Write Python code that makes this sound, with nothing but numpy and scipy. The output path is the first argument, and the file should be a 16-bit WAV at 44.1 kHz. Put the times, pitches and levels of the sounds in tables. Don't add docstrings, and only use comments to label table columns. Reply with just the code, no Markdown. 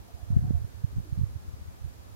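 import sys
import numpy as np
from scipy import signal
from scipy.io import wavfile
from scipy.ndimage import uniform_filter1d

SR = 44100
rng = np.random.default_rng(int(sys.argv[2]) if len(sys.argv) > 2 else 0)


def inscribe(sig):
    pcm = np.round(np.clip(np.atleast_2d(sig).T, -1, 1) * 32767)
    wavfile.write(sys.argv[1], SR, pcm.astype(np.int16))


N = 94815

# time in seconds, relative level in dB, left minus right in dB.
GUST_CURVE = [(0, -45, -4), (.05, -57, -7), (.27, -46, -7), (.32, -29.5, 2), (.44, -31.5, -7),
              (.57, -34, -6.5), (.70, -49.5, -7), (.77, -45.5, -14), (.81, -49, -8), (.89, -47.5, -11),
              (.97, -34, -3.5), (1.05, -46.5, -7.5), (1.2, -36.5, -3.5), (1.32, -39, -3.5),
              (1.42, -47.5, -0.5), (1.47, -44.5, -2.5), (1.66, -43.5, 5), (1.78, -51, -4),
              (1.86, -45, -8.5), (2.0, -52.5, -1), (2.15, -45.5, -3)]
# frequency in Hz, relative spectral density in dB.
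RUMBLE_SPECTRUM = [(20, -27), (35, -14.5), (55, -10.5), (80, 5), (115, -10), (160, -26.5), (250, -30.5),
                   (400, -42), (800, -58.5)]
FOUNTAIN_SPECTRUM = [(40, -4), (150, 1), (300, -5.5), (500, -7.5), (800, -10), (1400, -14.5), (2200, -21),
                     (4000, -49.5)]
HISS_SPECTRUM = [(500, -2.5), (2000, -3.5), (3000, 0.5), (5500, 1), (8000, -3.5), (11000, -3),
                 (15000, -3.5), (17000, -6)]
# frequency in Hz, left-right correlation from -1 to 1.
RUMBLE_CORRELATION = [(40, -0.65), (120, -0.74), (400, -0.37)]
FOUNTAIN_CORRELATION = [(200, -0.34), (700, -0.45), (2000, -0.44)]
HISS_CORRELATION = [(1000, -0.17), (5000, -0.31), (10000, -0.34), (14000, -0.018)]
# centre in seconds, peak in dB, Gaussian sigma in ms, left minus right in dB.
EDDY_STRIKES = [(.004, -38.5, 2.47, -18), (0.143, -29.5, 3.76, -9), (.231, -27, 3.8, -20),
                (0.305, -17, 1.47, -16.5), (0.327, -14.5, 2.3, -5), (.366, -6.5, 1.53, 4.5),
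                (.375, -24, 0.58, 10), (.390, -16.5, 2, 4.5), (0.411, -30, 1.8, -2.5),
                (.427, -17, 1.96, -12.5), (.441, -20.5, 1.2, -16), (0.451, -17.5, 1.7, 4.5),
                (.467, -27, 2.4, 7), (0.48, -16.5, 1.96, -11), (0.497, -18.5, 2.9, -6.5),
                (.506, -20.5, 0.46, -4.5), (.5075, -12.5, 0.85, -12.5), (.536, -18.5, 2.2, -8.5),
                (0.549, -14.5, 2.84, -12.5), (0.573, -23, 4, -5.5), (.618, -22.5, 2.75, -5.5),
                (0.645, -23.5, 2.27, -7), (0.744, -41, 3.4, -12), (0.772, -42, 4, -10),
                (.843, -12.5, 2.21, -9), (0.928, -31, 2.1, 8), (.968, -18.5, 2.6, -7),
                (0.982, -17.5, 1.58, 8.5), (1.002, -27, 1.44, -8), (1.126, -18, 2.2, -8.5),
                (1.176, -19, 1.75, -7.5), (1.190, -20.5, 1.42, 14), (1.197, -21.5, 2.33, -15),
                (1.213, -13.5, 2.24, -10), (1.235, -14, 2.58, -11.5), (1.359, -22.5, 2.76, -9.5),
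                (1.484, -29, 4.1, 6.5), (1.538, -26, 3.1, 8), (1.621, -33, 4.4, 11),
                (1.684, -32.5, 2.8, 2.5), (1.817, -33.5, 3.5, -9), (1.845, -24, 2.93, -10),
                (1.859, -28, 2.12, -13), (1.883, -33.5, 3.9, -2.5), (1.997, -38, 3.6, -14)]
# centre in seconds, half-height width in seconds, pitch in Hz, level in dB.
HOLLOW_TONES = [(.095, 0.038, 700, -59.5), (0.197, 0.052, 710, -59), (0.348, 0.12, 700, -62.5),
                (0.452, 0.068, 735, -59), (0.55, 0.065, 685, -58), (1.078, 0.056, 320.2, -56.5)]


def from_db(db):
    return 10 ** (np.asarray(db) / 20)


def drift(rate_hz):
    hop, settle = 40, 2000
    pole = np.exp(-2 * np.pi * hop * rate_hz / SR)
    noise = rng.standard_normal(N // hop + settle + 2)
    slow = signal.lfilter([1], [1, -2 * pole, pole ** 2], noise)[settle:]
    slow /= np.sqrt(np.mean(slow ** 2))
    return np.interp(np.arange(N) / hop, np.arange(len(slow)), slow)


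def noise_bands(spectrum, correlation):
    edges_hz = 20 * 2 ** np.arange(0, 10.1, .5)
    centres_hz = np.sqrt(edges_hz[1:] * edges_hz[:-1])
    hz, db = np.transpose(spectrum)
    used = (centres_hz > hz[0] / 2) & (centres_hz < hz[-1] * 2)
    bands = []
    for low_hz, high_hz, centre_hz in zip(edges_hz[:-1][used], edges_hz[1:][used], centres_hz[used]):
        band_pass = signal.butter(3, [low_hz, high_hz], "band", fs=SR, output="sos")
        mid, side = signal.sosfilt(band_pass, rng.standard_normal((2, N + SR // 4)))[:, -N:]
        gain = from_db(np.interp(np.log(centre_hz), np.log(hz), db))
        alike = np.interp(centre_hz, *np.transpose(correlation))
        bands.append(gain * (np.sqrt(1 + alike) * mid + np.sqrt(1 - alike) * side * [[1], [-1]]))
    return centres_hz[used], np.array(bands) / np.std(sum(bands))


def wind_rumble(trim_db=0.5, average_s=0.034, tilt_per_octave=0.13):
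    times_s, *columns = np.transpose(GUST_CURVE)
    level_db, pan_db = [np.interp(np.arange(N) / SR, times_s, column) for column in columns]
    centres_hz, bands = noise_bands(RUMBLE_SPECTRUM, RUMBLE_CORRELATION)
    octaves_above_80_hz = np.maximum(np.log2(centres_hz / 80), 0)[:, None]
    tilt_db = tilt_per_octave * octaves_above_80_hz * (level_db - level_db.mean())
    rumble = (bands * from_db(tilt_db)[:, None]).sum(axis=0)
    power = uniform_filter1d(np.mean(rumble ** 2, axis=0), int(average_s * SR))
    power = uniform_filter1d(power, int(average_s * SR / 2))
    rumble /= np.sqrt(power + 1e-12)
    return rumble * from_db(trim_db + level_db + np.array([pan_db, -pan_db]) / 2)


def lava_fountain(level_db=-54, wander_db=0.7, wander_hz=4.4):
    _, bands = noise_bands(FOUNTAIN_SPECTRUM, FOUNTAIN_CORRELATION)
    return sum(band * from_db(level_db + wander_db * drift(wander_hz)) for band in bands)


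def microphone_hiss(level_db=-61):
    _, bands = noise_bands(HISS_SPECTRUM, HISS_CORRELATION)
    return from_db(level_db) * bands.sum(axis=0)


def eddy_thumps(port_low_cut_hz=109.5):
    out, t_s = np.zeros((2, N)), np.arange(N) / SR
    low_cut = signal.butter(3, port_low_cut_hz, "high", fs=SR, output="sos")
    for centre_s, peak_db, sigma_ms, pan_db in EDDY_STRIKES:
        sigmas = (t_s - centre_s) * 1000 / sigma_ms
        pressure = np.exp(-.5 * np.minimum(sigmas ** 2, 80))
        thump = signal.sosfilt(low_cut, pressure)
        port_gains = from_db([[min(pan_db, 0)], [min(-pan_db, 0)]]) * [[1], [-1]]
        out += from_db(peak_db) * port_gains * thump / np.abs(thump).max()
    return out


def hollow_tones(bandwidth_share=0.067):
    out, t_s = np.zeros(N), np.arange(N) / SR
    for centre_s, width_s, pitch_hz, level_db in HOLLOW_TONES:
        swell = np.cos(np.pi / 2 * np.clip((t_s - centre_s) / width_s, -1, 1)) ** 2
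        bandwidth_hz = bandwidth_share * pitch_hz
        waver = drift(bandwidth_hz) + 1j * drift(bandwidth_hz)
        tone = np.real(waver * np.exp(2j * np.pi * pitch_hz * t_s))
        tone_rms = np.sqrt(np.average(tone ** 2, weights=swell ** 2))
        out += from_db(level_db) * swell * tone / tone_rms
    return out


def scene():
    return eddy_thumps() + wind_rumble() + lava_fountain() + hollow_tones() + microphone_hiss()


def record(dry):
    cutoff_hz = 15800
    return signal.sosfilt(signal.ellip(12, .1, 90, cutoff_hz, fs=SR, output="sos"), dry)


dry = scene()
out = record(dry)
inscribe(out)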